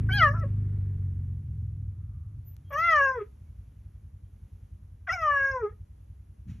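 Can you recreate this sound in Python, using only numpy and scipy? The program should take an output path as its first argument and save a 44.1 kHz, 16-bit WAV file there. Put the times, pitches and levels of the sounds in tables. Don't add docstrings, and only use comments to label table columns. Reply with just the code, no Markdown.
import sys
import numpy as np
from scipy import signal
from scipy.fft import rfft, irfft
from scipy.io import wavfile
from scipy.ndimage import uniform_filter1d

SR = 44100
rng = np.random.default_rng(int(sys.argv[2]) if len(sys.argv) > 2 else 0)


def unload_audio(sound):
    columns = np.transpose(np.atleast_2d(sound))
    steps = np.round(np.clip(columns, -1, 1) * 32767)
    wavfile.write(sys.argv[1], SR, steps.astype(np.int16))


N = 291060

# time_s, pitch_hz, partial_1_db to partial_5_db,
# palate_db, nasal_db, hiss_db, rasp_db (relative to the partials)
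CHIRP_GLIDES = [
    [(0.088, 775, -61.5, -34.5, -70.5, -76.5, -103, -92, -75.5, -103, -35),
     (0.112, 750.7, -42.5, -38.5, -32.5, -52.5, -79.5, -63.5, -65.5, -88, -29),
     (0.13, 779, -59.5, -33.5, -50, -33.5, -93.5, -50, -55.5, -52.5, -33),
     (0.14, 822.2, -49.5, -29, -48, -36.5, -60.5, -57, -63.5, -52.5, -32.5),
     (0.154, 828.4, -45.5, -28.5, -41.5, -47, -50, -55, -63, -50.5, -30),
     (0.168, 826, -43.5, -27.5, -44, -43, -50, -51, -62.5, -69, -30.5),
     (0.184, 788, -39.5, -26, -49, -31, -58, -36, -64, -69.5, -34),
     (0.2, 733, -42.5, -26, -35.5, -28, -88, -45.5, -58.5, -85, -41.5),
     (0.222, 660, -34.5, -16, -19, -60.5, -35, -53, -57, -57.5, -35.5),
     (0.236, 621.7, -35, -17, -22.5, -38.5, -51.5, -44.5, -60, -58, -39),
     (0.262, 592.6, -32.5, -19, -23, -55, -49.5, -56.5, -71, -57, -31),
     (0.278, 560, -33.5, -27, -29.5, -56.5, -44, -65.5, -64.5, -78, -37),
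     (0.292, 559.3, -39, -35.5, -31, -57.5, -56, -76, -67, -64, -36),
     (0.314, 579.4, -40.5, -47, -38, -75.5, -81, -84.5, -72, -99.5, -36.5),
     (0.328, 609.8, -49.5, -48, -49, -91.5, -96.5, -82, -71, -74, -36),
     (0.356, 668, -52.5, -43.5, -76, -91.5, -106, -99, -79.5, -103, -34.5),
     (0.372, 676, -55, -45, -66, -88, -100, -90, -80.5, -92, -29.5),
     (0.398, 669, -60.5, -41, -76.5, -92.5, -100, -86, -65.5, -82, -30),
     (0.414, 656, -61.5, -40.5, -58, -80, -91, -96.5, -88.5, -87, -30.5),
     (0.428, 644.5, -52, -45, -48.5, -72.5, -82.5, -97.5, -92, -85, -40.5),
     (0.442, 547.1, -35, -50.5, -54, -74.5, -76.5, -101, -93, -88.5, -26),
     (0.468, 555.5, -55, -58.5, -84.5, -91, -90, -94, -88.5, -89, -28.5),
     (0.49, 516.5, -67.5, -74.5, -74.5, -80, -89.5, -86, -88, -88.5, -32.5)],
    [(2.704, 593, -50, -49, -65, -78, -70.5, -101, -97.5, -82, -27),
     (2.736, 555, -40.5, -35, -35.5, -52.5, -67.5, -97, -62, -81, -17),
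     (2.752, 566, -35.5, -34.5, -32, -47.5, -52, -74.5, -59.5, -77, -40),
     (2.762, 581, -38, -26, -28.5, -93, -64.5, -74, -60, -70, -41),
     (2.78, 625.4, -40.5, -30, -38.5, -50, -53.5, -66, -57.5, -82, -45),
     (2.826, 671.8, -46, -24.5, -30.5, -52, -64.5, -63.5, -58, -85, -33.5),
     (2.848, 683.5, -44.5, -24.5, -25, -49, -55.5, -60.5, -58.5, -70, -34),
     (2.874, 687.6, -45, -25.5, -28, -43, -52.5, -63, -62, -62.5, -35),
     (2.892, 668.8, -37.5, -18.5, -25.5, -45.5, -44.5, -63.5, -62, -67, -33.5),
     (2.91, 656.6, -36, -23.5, -21.5, -44.5, -47, -53.5, -57, -59.5, -31),
     (2.96, 599, -32.5, -22, -25.5, -48.5, -45.5, -56.5, -56.5, -72, -33),
     (3.012, 551.4, -31.5, -25, -25, -42, -46, -73, -58.5, -79, -34.5),
     (3.038, 552.6, -31.5, -30.5, -27.5, -74.5, -48, -88.5, -55.5, -83, -27),
     (3.074, 534.8, -34, -29, -24, -48.5, -52, -80, -59.5, -73.5, -36.5),
     (3.118, 525.1, -39, -30, -33, -70.5, -69, -82.5, -64, -91, -32.5),
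     (3.13, 518.7, -56, -40.5, -42, -59, -81, -90, -67, -79, -35.5),
     (3.162, 493.3, -36.5, -37.5, -51.5, -51.5, -64, -93, -73.5, -89, -34),
     (3.186, 459.8, -29.5, -60, -48.5, -54, -78, -102, -80, -85, -37),
     (3.204, 413.2, -36, -56.5, -34, -57.5, -77, -98, -89, -100, -31),
     (3.222, 414.7, -32, -60, -57.5, -63, -59.5, -91.5, -90, -103, -32),
     (3.256, 434, -54, -90.5, -74, -88, -91, -96, -98, -86, -24),
     (3.29, 435.3, -75, -87, -83, -80, -99, -90.5, -98, -100, -26)],
    [(5.067, 788, -78, -56.5, -74, -83, -100, -100, -89, -91, -22),
     (5.075, 760, -62, -38.5, -52.5, -57, -83.5, -92, -76, -89, -24.5),
     (5.084, 734.4, -40.5, -36.5, -56.5, -61, -71, -90, -70.5, -91, -24.5),
     (5.093, 643.3, -43, -36, -29, -49, -58, -86, -57, -92, -30),
     (5.1, 649.4, -40, -37, -25.5, -47, -50, -88, -61, -92, -33.5),
     (5.107, 671, -47, -28, -33.5, -42, -68.5, -80.5, -47.5, -72, -33),
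     (5.121, 736.2, -47.5, -30.5, -51.5, -47.5, -71, -67, -48.5, -65, -43),
     (5.135, 741.7, -34, -35, -32.5, -55.5, -69, -79, -46, -70, -42.5),
     (5.148, 752.5, -40.5, -36, -40, -62.5, -72.5, -80.5, -51.5, -68, -33.5),
     (5.16, 727, -38, -38, -43.5, -60.5, -81, -78.5, -55.5, -74, -31.5),
     (5.171, 705.6, -54, -38.5, -50.5, -53.5, -83, -80, -56, -79, -32),
     (5.183, 686.7, -46, -35.5, -41.5, -59.5, -80, -82, -60.5, -83, -34),
     (5.212, 650.7, -40.5, -38.5, -42, -51.5, -62, -78.5, -63.5, -75.5, -33),
     (5.233, 631.5, -40.5, -27.5, -38, -51.5, -56.5, -76, -56, -68.5, -28),
     (5.283, 590.8, -36, -19.5, -38, -58.5, -49.5, -81, -65.5, -103, -36),
     (5.313, 577.3, -37, -28.5, -25.5, -48, -52.5, -89.5, -69, -77, -36.5),
     (5.367, 559.5, -41, -30.5, -26.5, -60, -50, -72.5, -64.5, -80.5, -34),
     (5.415, 548.3, -38.5, -42, -26, -43.5, -52.5, -72.5, -62.5, -76.5, -45.5),
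     (5.511, 540.4, -40, -41, -28, -54.5, -64.5, -72.5, -62, -83, -34),
     (5.565, 513, -34.5, -31.5, -47.5, -52.5, -67.5, -89, -67, -103, -39),
     (5.591, 485.8, -48, -38.5, -46, -59, -85.5, -87.5, -73.5, -78, -30),
     (5.611, 474, -37, -51, -45.5, -52, -59.5, -95.5, -76, -103, -47.5),
     (5.637, 422, -26, -57, -43.5, -65.5, -79.5, -96, -87.5, -102, -30),
     (5.651, 423.5, -25.5, -48, -39, -62, -66, -88, -92, -103, -35.5),
     (5.667, 407.2, -31.5, -47.5, -41, -56, -53, -94, -89, -94, -38),
     (5.713, 442, -55, -79.5, -73, -76, -85, -105, -103, -103, -29.5),
     (5.74, 464, -65, -95, -78, -87.5, -94, -100, -100, -86.5, -35.5)],
]
# centre_hz, width_hz, relative_level_db
PALATE_MODES = [(4050, 400, -4), (4800, 700, 0)]
NASAL_MODES = [(5450, 600, 0), (6250, 800, -5), (7400, 500, -22)]
# centre_s, half_width_ms, depth_db
VOICE_CATCHES = [(0.211, 2.1, 0.5), (0.356, 15, 6), (2.941, 1.8, 3), (3.202, 5.8, 11.5), (5.123, 1.2, 1.5),
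                 (5.174, 1.2, 6)]
# centre_s, half_width_ms, roughness (0-1)
VOICE_BREAKS = [(.09, 14, .35), (.355, 20, .75), (.48, 20, .5), (2.705, 20, .55), (2.77, 50, .12),
                (.21, 60, .06), (3.225, 30, .15), (3.28, 25, .6), (5.074, 10, .45), (5.12, 45, .2),
                (5.6, 20, .1), (5.72, 35, .4)]
# centre_s, half_width_ms, depth (0-1)
CYCLE_DOUBLING = [(.095, 10, .3), (.355, 22, .8), (2.72, 18, .4), (5.078, 12, .7), (5.125, 12, .35),
                  (5.165, 18, .2), (5.62, 20, .15)]
STEADY_ROUGHNESS, ROUGH_RASP_DB = 0.012, 14
UPPER_RASP_DB, PALATE_RASP_DB, NASAL_RASP_DB = 8, -7, -7

# delay_ms, level_db (relative to the direct sound)
BOARD_ECHOES = [(2.1, -27), (4.7, -29), (7.9, -14)]
SHELTER_T60_S, SHELTER_DB = 0.19, -23.5
# frequency_hz, left_lead_half_turns, left_minus_right_db
STEREO_DIFFERENCES = [(300, .05, 0), (900, .05, 2.5), (1400, -.09, 2), (1900, .06, 1), (2900, .2, 0),
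                      (4300, .25, 0), (4950, 1, 0), (5350, 1.9, 0), (6700, 2, 0), (7900, 3, 0),
                      (9400, 3, 0), (11300, 4, 0)]

# time_s, firings_per_s
FIRING_RATE = [(0, 26.9), (.4, 25.5), (.8, 24.29), (1.3, 22.06), (1.8, 19.8), (2.2, 17.39), (2.6, 14.51),
               (3.1, 12.88), (3.5, 11.29), (4, 10.69), (4.4, 10.16), (4.9, 10.17), (5.5, 10.15), (6, 10.22),
               (6.6, 10.29)]
# time_s, level_db
ENGINE_LEVEL = [(0, -25), (1, -29.5), (1.35, -33), (1.78, -34), (2.5, -42.5), (2.8, -46.5), (3.4, -48),
                (3.55, -44.5), (4.2, -47), (5.6, -45), (6.6, -49)]
# centre_hz, width_hz, full_speed_db, idle_db (relative levels)
EXHAUST_MODES = [(50.4, 17, -12.5, -10.5), (70.7, 17, 0.5, 1), (97.2, 20.3, 5, -7.5), (121.5, 28, 1.5, -11),
                 (151.6, 40, -9.5, -22), (215.8, 36, -11.5, -31.5), (306, 88, -29, -52.5)]
FIRST_TURN_CYCLES = .16
FIRING_JITTER_MS = .3
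YARD_ECHO_MS, YARD_ECHO_DB = 21.04, -2.5
IDLE_FIRING_DB, RUNNING_FIRING_DB, PICKUP_SPEED = 1.5, -15.5, 0.067

# centre_s, half_length_s, centre_hz, width_hz (each of two resonances), level_db
BRAKE_RUBS = [(.6, .3, 1500, 1900, -78), (2.15, .25, 1200, 350, -80)]
# start_s, length_s, pitch_hz, level_db (rms at the top of the swell)
BRAKE_SQUEALS = [(2.445, .1, 12100, -58), (2.685, .035, 12130, -68), (2.722, .025, 12180, -54),
                 (2.755, .09, 12150, -60), (2.64, .1, 3225, -73), (3.44, .09, 2230, -82)]
SQUEAL_PEAK_AT, SQUEAL_RISE_DB, SQUEAL_FALL_DB = 0.4, 18, 14

# time_s, impulse_db
STRAW_TICKS = [(.397, -39), (2.5665, -37), (5.05, -55)]
THUD_S, THUD_DB, THUD_RISE_S, THUD_FALL_DB_S = 6.455, -39, 0.01, 45
RUSTLE_S, RUSTLE_DB, RUSTLE_RISE_S, RUSTLE_FALL_DB_S = 6.47, -59.5, 0.036, 140

# frequency_hz, relative_density_db
AIR_SPECTRUM = [(120, -27), (200, 5), (247, -3.5), (431, -13), (656, -19), (1900, -24.5), (2840, -27.5),
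                (4800, -35), (6240, -30), (7700, -37), (8550, -51), (10000, -27), (13000, -34.5)]
# frequency_hz, relative_density_db
WIDE_AIR_SPECTRUM = [(120, -30), (200, 3), (1050, -6.5), (1370, -12.5), (1970, -36.5), (2560, -25),
                     (4970, -23.5), (6030, -35), (7050, -18.5), (9330, -18.5), (13000, -36.5)]
AIR_DB, WIDE_AIR_DB = -68.5, -74.5
TOP_HZ = 13300


def undb(db):
    return 10 ** (np.asarray(db) / 20)


def unit(x):
    return x / np.sqrt(np.mean(x ** 2))


def columns(table):
    s, *cols = np.transpose(table)
    at = np.arange(int(s[0] * SR), min(int(s[-1] * SR), N))
    return at, [np.interp(at / SR, s, c) for c in cols]


def band(x, lo_hz, hi_hz, order=2):
    return signal.sosfilt(signal.butter(order, [lo_hz, hi_hz], "bandpass", fs=SR, output="sos"), x)


def ring(x, hz, width_hz):
    return signal.lfilter(*signal.iirpeak(hz, hz / width_hz, fs=SR), x)


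def walk(rate, size=N):
    pole = np.exp(-2 * rate / SR)
    noise = rng.standard_normal(SR * (size // SR + 1))
    return unit(signal.lfilter([1], np.convolve([1, -pole], [1, -pole]), noise))[:size]


def cat():
    out = np.zeros(N)
    for table in CHIRP_GLIDES:
        at, (hz, *partials_db, palate_db, nasal_db, hiss_db, rasp_db) = columns(table)
        n = len(at)

        def bumps(rows):
            return sum(size * np.exp(-((at / SR - s) * 1000 / ms) ** 2) for s, ms, size in rows)

        def total_db(levels_db):
            return 10 * np.log10(np.sum(undb(levels_db) ** 2, axis=0))

        rough = STEADY_ROUGHNESS + bumps(VOICE_BREAKS)
        pitch_jitter = (0.0022 + 0.07 * rough) * walk(300, size=n)
        hz = uniform_filter1d(hz, int(0.012 * SR)) * (1 + pitch_jitter)
        phase = 2 * np.pi * np.cumsum(hz) / SR

        uneven = bumps(CYCLE_DOUBLING) * np.sin(phase / 2)
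        low = 0
        for k, db in enumerate(partials_db, start=1):
            flutter_db = (.55 * k + 5.0 * rough) * walk(70, size=n)
            doubling = 1 + (k > 1) * uneven
            low = low + np.sqrt(2) * undb(db + flutter_db) * doubling * np.sin(k * phase)
        palate = undb(palate_db - 1) * overtones(hz, phase, 6, PALATE_MODES, patchy_db=5)
        nasal = undb(nasal_db - 1.5) * overtones(hz, phase, 6, NASAL_MODES, patchy_db=5)

        puff = (1 + 3.9 * np.sin(phase)) * rng.standard_normal(SR)[:n]
        grain_db = ROUGH_RASP_DB * rough + 3.0 * walk(90, size=n)
        lower_db = total_db(partials_db[:3]) + rasp_db + grain_db
        upper_db = total_db(partials_db[3:]) + rasp_db + UPPER_RASP_DB + grain_db
        nasal_puff = band(puff, 4850, 6700, order=3) + 8 * rough * band(puff, 5000, 5900, order=3)
        rasp = undb(lower_db) * unit(band(puff, 1200, 2500, order=4))
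        rasp += undb(upper_db) * unit(band(puff, 3200, 3450, order=4))
        rasp += undb(palate_db + PALATE_RASP_DB) * unit(band(puff, 3500, 5300, order=3))
        rasp += undb(nasal_db + NASAL_RASP_DB) * unit(nasal_puff)
        hiss = undb(hiss_db + 3.0 * walk(25, size=n)) * unit(band(puff, 9600, 12500, order=4))

        fade_in, fade_out = (at - at[0]) / (0.004 * SR), (at[-1] - at) / (0.012 * SR)
        edge = np.clip(np.minimum(fade_in, fade_out), 0, 1)
        voiced = undb(-bumps(VOICE_CATCHES)) * (low + palate + nasal)
        out[at] = edge * (voiced + rasp + hiss)
    return out


def overtones(hz, phase, first, modes, patchy_db):
    tone, power = 0, 0
    for k in range(first, first + 11):
        gain = sum(undb(db) / (1 + (2 * (k * hz - f) / w) ** 6) for f, w, db in modes)
        power = power + gain ** 2 / 2
        flutter = undb(patchy_db * walk(170, size=len(hz)))
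        tone = tone + gain * flutter * np.sin(k * phase + rng.uniform(0, 2 * np.pi))
    return tone / np.sqrt(power)


def shelter(x):
    t = np.arange(SR // 2) / SR
    path = np.zeros(SR // 50)
    path[0] = 1
    for ms, db in BOARD_ECHOES:
        path[int(ms * SR / 1000)] += undb(db)
    decay = undb(-60 * t / SHELTER_T60_S) * (t > .008)
    tail = band(rng.standard_normal((2, len(t))), 360, 2300) * decay
    tail *= undb(SHELTER_DB) / np.sqrt(np.sum(tail ** 2) / 2)
    early = signal.fftconvolve(x, path)[:N]
    return stereo_phase(early) + signal.fftconvolve(x[None], tail)[:, :N]


def stereo_phase(x):
    hz, lead, pan_db = np.transpose(STEREO_DIFFERENCES)
    f = np.arange(N // 2 + 1) * SR / N
    half = undb(np.interp(f, hz, pan_db) / 2) * np.exp(.5j * np.pi * np.interp(f, hz, lead))
    return irfft(rfft(x) * np.array([half, 1 / half]), N)


def engine():
    t = np.arange(-SR // 2, N) / SR
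    rate = np.interp(t, *np.transpose(FIRING_RATE))
    turn = np.cumsum(rate) / SR
    turn += FIRST_TURN_CYCLES - turn[SR // 2]
    speed = (rate - rate.min()) / np.ptp(rate)

    chance = rng.standard_normal((len(t) // 1000, 3))
    pulses = np.zeros(len(t))
    for stroke, (lag, db, scatter_db) in enumerate([(0, 0, 2.5), (.45, -14, 3.0)]):
        at = np.flatnonzero(np.diff(np.floor(turn - lag)) > 0)
        jitter = (FIRING_JITTER_MS * SR / 1000 * chance[:len(at), 2]).astype(int)
        at = np.clip(at + jitter, 0, len(t) - 1)
        unevenness = 1 - .9 * speed[at]
        pulses[at] += undb(db + scatter_db * unevenness * chance[:len(at), stroke])
    pulses += undb(YARD_ECHO_DB) * np.roll(pulses, int(YARD_ECHO_MS * SR / 1000))

    firing_db = RUNNING_FIRING_DB + (IDLE_FIRING_DB - RUNNING_FIRING_DB) * np.exp(-speed / PICKUP_SPEED)
    puffs = uniform_filter1d(uniform_filter1d(pulses, SR // 700), SR // 520)
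    flow_noise = undb(-7 - 21 * speed) * rng.standard_normal(len(t)) / np.sqrt(SR)
    drive = puffs * undb(firing_db) / np.sqrt(rate) + flow_noise
    pipe = np.zeros(len(t))
    for k, (f, w, full_db, idle_db) in enumerate(EXHAUST_MODES):
        gain = undb(idle_db + speed * (full_db - idle_db))
        pipe += (-1) ** k * gain * ring(ring(drive, f, w), f, 3.5 * w)
    pipe = pipe / np.sqrt(uniform_filter1d(pipe ** 2, SR // 2))

    rattle = (1 + 0.2 * np.cos(2 * np.pi * turn)) * rng.standard_normal(len(t))
    low_clatter = undb(-41.0 + 11.0 * speed) * unit(band(rattle, 220.0, 430, order=3))
    high_clatter = undb(-43.0) * unit(band(rattle, 900, 2100))
    high_clatter += undb(-60.0) * unit(band(rattle, 4200, 8800))
    high_clatter += undb(-59.0) * unit(band(rattle, 9700, 12000, order=4))
    clatter = low_clatter + speed ** 0.98 * high_clatter
    level_db = np.interp(t, *np.transpose(ENGINE_LEVEL))
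    return (undb(level_db) * (pipe + (0.39 + speed ** 3) * clatter))[SR // 2:]


def brakes():
    out = np.zeros(N)
    for s, half, hz, width, db in BRAKE_RUBS:
        swell = np.exp(-((np.arange(N) / SR - s) / half) ** 4)
        out += undb(db) * swell * unit(ring(ring(rng.standard_normal(N), hz, width), hz, width))
    for s, length, hz, db in BRAKE_SQUEALS:
        swell = [(s, -SQUEAL_RISE_DB), (s + SQUEAL_PEAK_AT * length, 0), (s + length, -SQUEAL_FALL_DB)]
        at, (fade_db,) = columns(swell)
        chatter_db = 1.5 * walk(68, size=len(at))
        out[at] += np.sqrt(2) * undb(db + fade_db + chatter_db) * np.sin(2 * np.pi * hz * at / SR)
    return out


def straw():
    t = np.arange(N) / SR
    noise = rng.standard_normal((2, N))

    def swell(s, db, rise, fall):
        return np.clip((t - s) / rise, 0, 1) * undb(db - fall * np.maximum(t - s, 0))

    thud = swell(THUD_S, THUD_DB, THUD_RISE_S, THUD_FALL_DB_S)
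    rustle = swell(RUSTLE_S, RUSTLE_DB, RUSTLE_RISE_S, RUSTLE_FALL_DB_S)
    out = thud * unit(band(noise[0], 57, 190, order=4))
    out += rustle * unit(ring(noise[1], 2040, 1300) + 0.3 * ring(noise[1], 5600, 900))
    for s, db in STRAW_TICKS:
        out[int(s * SR)] += undb(db)
    return out


def air():
    mid = undb(AIR_DB + 1 * walk(3.4)) * coloured(AIR_SPECTRUM)
    wide = undb(WIDE_AIR_DB + 1.5 * walk(5.7)) * coloured(WIDE_AIR_SPECTRUM)
    return np.array([mid + wide, mid - wide])


def coloured(spectrum):
    hz, db = np.transpose(spectrum)
    f = np.maximum(np.arange(N // 2 + 1) * SR / N, 1)
    gain = undb(np.interp(np.log(f), np.log(hz), db))
    return unit(irfft(rfft(rng.standard_normal(N)) * gain, N))


def scene():
    return shelter(cat()) + engine() + brakes() + stereo_phase(straw()) + air()


def record(dry):
    return signal.sosfilt(signal.ellip(8, .2, 25, TOP_HZ, fs=SR, output="sos"), dry)


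dry = scene()
out = record(dry)
unload_audio(out)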